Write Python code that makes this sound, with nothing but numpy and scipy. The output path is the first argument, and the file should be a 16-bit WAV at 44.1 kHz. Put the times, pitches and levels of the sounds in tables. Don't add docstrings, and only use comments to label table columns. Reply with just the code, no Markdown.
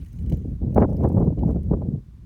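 import sys
import numpy as np
from scipy import signal
from scipy.fft import rfft, irfft
from scipy.io import wavfile

SR = 44100
rng = np.random.default_rng(int(sys.argv[2]) if len(sys.argv) > 2 else 0)


def wav_record(signal):
    frames = np.transpose(np.atleast_2d(signal))
    bounded = np.clip(frames, -1, 1)
    quanta = np.round(bounded * 32767).astype(np.int16)
    wavfile.write(sys.argv[1], SR, quanta)


N = 99225
TIME = np.arange(N) / SR
BIN_HZ = np.maximum(np.arange(N // 2 + 1) * SR / N, 1)

# time in seconds, relative level in dB,
# brightness in Hz (each step this far up in frequency leaves about a third of the strength).
BREEZE = [(0.0,-23.5,83), (0.09,-30,75.5), (0.2,-17,83.5), (0.29,-18,102), (0.38,-23.5,96.3),
          (0.45,-23.5,129.6), (0.53,-20.5,97.6), (0.595,-21,69.6), (0.62,-16,144), (0.74,-20,138),
          (0.88,-20.5,190), (0.97,-19.5,177), (1.03,-17.5,217), (1.1,-21.5,207), (1.16,-18.5,203),
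          (1.27,-17,195.3), (1.36,-22.5,131.5), (1.41,-16,190), (1.48,-20.5,186), (1.55,-19,169.7),
          (1.63,-21.5,113), (1.68,-17.5,103.6), (1.72,-20.5,191.4), (1.79,-23,146), (1.88,-21.5,168),
          (1.985,-22.5,114), (2.015,-39,95), (2.17,-31,71.3), (2.25,-31,83)]
# middle in seconds, half-width in seconds, change of air speed in dB.
GUST_BURSTS = [(.305,0.0049,0.5), (0.33,0.019,4.5), (0.455,0.0035,2.5), (.651,0.0053,-1.5),
               (.765,0.0054,6.5), (0.778,0.0058,4.5), (0.796,0.024,7.5), (0.824,0.0062,6), (0.842,0.0095,6),
               (0.903,0.007,1), (1.051,.011,5.5), (1.076,0.0014,4.5), (1.18,0.0057,3), (1.208,0.0075,2.8),
               (1.23,0.0022,2.7), (1.274,0.0024,4), (1.306,0.0028,3.5), (1.492,0.013,3), (1.565,0.0052,4.8),
               (1.713,0.0037,3), (1.738,0.0083,6), (1.822,0.0054,5.5)]
# frequency in Hz, boost or cut in dB.
WIND_TONE = [(30, -4), (50, 2.5), (75, 3), (110, -2), (170, 1), (250, -1), (330, -3), (480, 0), (650, -1.5),
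             (930, -1), (1300, -6.5), (1600, -5), (2000, -7), (3200, -8.5)]
# frequency in Hz, boost or cut in dB.
AIR_TONE = [(350, -37), (600, -2.5), (1140, 0.5), (1280, -5), (1450, -3.5), (2070, -7.5), (3120, -9.5),
            (3890, -10), (16000, -20.5)]
# time in seconds, level in dB.
RUSTLE_LEVELS = [(0, -65), (.14, -70), (.2, -69.5), (.29, -72.5), (.335, -64.5), (.38, -70), (.66, -79.5),
                 (.78, -71.5), (.86, -78), (.92, -76), (.99, -71.5), (1.025, -68), (1.11, -75),
                 (1.24, -72.5), (1.33, -82), (1.5, -70), (1.57, -79.5), (1.8, -79.5), (2.25, -98)]
# frequency in Hz, boost or cut in dB.
RUSTLE_TONE = [(1000, -10), (2000, 7), (3500, -0.5), (5000, -5), (6300, 2.5), (7600, -5.5), (9300, 1),
               (10500, -6), (13000, -4.5), (16000, -5.5)]
# start in seconds, relative level in dB, stem ring boost or cut in dB.
LEAF_SLIPS = [(.06,-57.5,4), (0.128,-49.5,-11), (0.186,-55,3.5), (.223,-55,-9), (0.26,-55,2.5),
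              (.296,-41,-4.5), (0.318,-59,3), (0.3205,-50.5,10), (0.369,-51.5,-3.5), (0.744,-41,-14),
              (.782,-63,-9), (0.801,-46.5,-4.5), (0.893,-51,-21), (.903,-57,-7.5), (.928,-50,-27),
              (.965,-45,-15), (1.035,-49,-3), (1.087,-45.5,-26.5), (1.126,-53,-16), (1.197,-49.5,-26),
              (1.24,-52.5,-14.5), (1.389,-63,13), (1.482,-56,-8), (1.5095,-50.5,-8.5), (1.63,-54,-6.5)]
# frequency in Hz, boost or cut in dB.
SCRATCH_TONE = [(1200, -11), (2500, -10), (4000, -7), (5000, 1.5), (6500, 3.5), (7600, -1.5), (9300, 1),
                (10500, -4), (12500, 2.5), (16000, -4.5)]
# pitch in Hz, relative level in dB, seconds to fade by 60 dB.
STEM_NOTES = [(1900, -11, 0.0081), (2290, 1.5, 0.0093), (2923, 2.5, 0.021), (3970, -5.5, 0.032)]
# start in seconds, level in dB, pitch in Hz (lower is duller).
SOFT_THUMPS = [(.329, -12, 138.7), (0.454, -21, 241), (.618, -16.5, 139.6), (0.762, -11, 308),
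               (.781, -4.5, 395), (0.817, -23.5, 350), (1.142, -10.5, 193), (1.159, -10, 106.4),
               (1.277, -8, 156), (1.456, -7.5, 156.3), (1.714, -11.5, 259), (1.884, -16.5, 199),
               (1.933, -14, 150), (1.977, -25, 103)]


def from_db(db):
    return 10 ** (np.asarray(db) / 20)


def unit_power(x):
    return x / np.sqrt(np.mean(x ** 2) + 1e-20)


def over_time(rows):
    times, *columns = np.transpose(rows)
    return [np.interp(TIME, times, column) for column in columns]


def tone_gains(tone):
    hz, db = np.transpose(tone)
    return from_db(np.interp(np.log(BIN_HZ), np.log(hz), db))


def with_tone(x, tone):
    return unit_power(irfft(rfft(x) * tone_gains(tone), N))


def wobble(rate_hz):
    return unit_power(irfft(rfft(rng.standard_normal(N)) / (1 + (BIN_HZ / rate_hz) ** 2), N))


def band(spectrum, centres, index):
    return irfft(spectrum * np.interp(BIN_HZ, centres, np.eye(len(centres))[index]), N)


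def swirls(smooth_s=0.034, evenness=0.99):
    white, out = rfft(rng.standard_normal(N)), 0
    centres_hz = [20, 75, 190, 450, 1100, 2600]
    for k in range(len(centres_hz)):
        noise = band(white, centres_hz, k)
        power = signal.fftconvolve(noise ** 2, np.hanning(int(2 * smooth_s * SR)), "same")
        out = out + noise * (power / power.mean()) ** (-evenness / 2)
    return out


def wind(flutter_db=1.0751, loudness_per_speed=0.54):
    level_db, brightness_hz = over_time(BREEZE)
    speed_db = sum(db * np.exp(-.5 * ((TIME - middle) / width) ** 2) for middle, width, db in GUST_BURSTS)
    speed_db = speed_db + flutter_db * wobble(rate_hz=60)
    reach_hz = brightness_hz * from_db(speed_db)
    spectrum = rfft(swirls()) * np.sqrt(SR / 200) * tone_gains(WIND_TONE)
    centres_hz = np.geomspace(20, 6000, 40)
    rumble = sum(band(spectrum, centres_hz, k) * np.exp(-hz / reach_hz)
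                 for k, hz in enumerate(centres_hz[:-1]))
    return rumble * from_db(loudness_per_speed * speed_db + level_db)


def outdoor_air(level_db=-72):
    return from_db(level_db) * with_tone(rng.standard_normal(N), AIR_TONE)


def vary_leaf_tone(x, swing_db=4.5, rate_hz=34):
    spectrum, centres_hz = rfft(x), np.geomspace(1500, 16000, 15)
    return unit_power(sum(band(spectrum, centres_hz, k) * from_db(swing_db * wobble(rate_hz))
                          for k in range(len(centres_hz))))


def leaf_rustle(clicks_per_s=2000, spread_db=1):
    sizes = from_db(spread_db * np.minimum(rng.exponential(1, N), 4))
    signs = rng.choice([-1, 1], N)
    clicks = sizes * signs * (rng.random(N) < clicks_per_s / SR)
    level_db, = over_time(RUSTLE_LEVELS)
    return vary_leaf_tone(with_tone(clicks, RUSTLE_TONE)) * from_db(level_db)


def leaf_ticks(level_db=-9.5, knock_db=-5, rise_s=0.0029, fade_s=0.0037):
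    scratch_level, knocks = np.zeros((2, N))
    for start, db, stem_db in LEAF_SLIPS:
        age = np.maximum(TIME - start, 0)
        rise = np.minimum(age / rise_s, 1)
        fade = np.exp(-np.maximum(age - rise_s, 0) / fade_s)
        slip = from_db(db + level_db) * rise * fade
        scratch_level += slip
        knocks[np.argmax(slip)] += from_db(stem_db + knock_db) * np.sqrt(np.sum(slip ** 2))
    scratch = vary_leaf_tone(with_tone(rng.standard_normal(N), SCRATCH_TONE))
    return scratch_level * scratch + stem_ring(knocks + 1e-18)


def stem_ring(knocks):
    out = 0
    for hz, db, fade_s in STEM_NOTES:
        kept = from_db(-60 / (fade_s * SR))
        feedback = [1, -2 * kept * np.cos(2 * np.pi * hz / SR), kept * kept]
        note = signal.lfilter([1, 0, -1], feedback, knocks)
        out = out + from_db(db) * np.sqrt((1 - kept * kept) / 2) * note
    return out


def thumps(fade_cycles=0.26):
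    out = np.zeros(N)
    for start, db, hz in SOFT_THUMPS:
        cycles = np.maximum(TIME - start, 0) * hz
        swell = cycles ** 3 * np.exp(-cycles / fade_cycles)
        push = swell * np.sin(2 * np.pi * cycles)
        out += from_db(db) * push / np.abs(push).max()
    return out


def scene():
    air = outdoor_air()
    fade_in = np.minimum(TIME / .004, 1)
    return (fade_in * wind() + air + leaf_ticks() + leaf_rustle() + thumps())[None]


def record(dry, low_cut_hz=60, high_cut_hz=17150):
    bass_cut = signal.butter(3, low_cut_hz, "high", fs=SR, output="sos")
    treble_cut = signal.ellip(10, .1, 80, high_cut_hz, fs=SR, output="sos")
    return signal.sosfilt(treble_cut, signal.sosfilt(bass_cut, dry))


dry = scene()
out = record(dry)
wav_record(out)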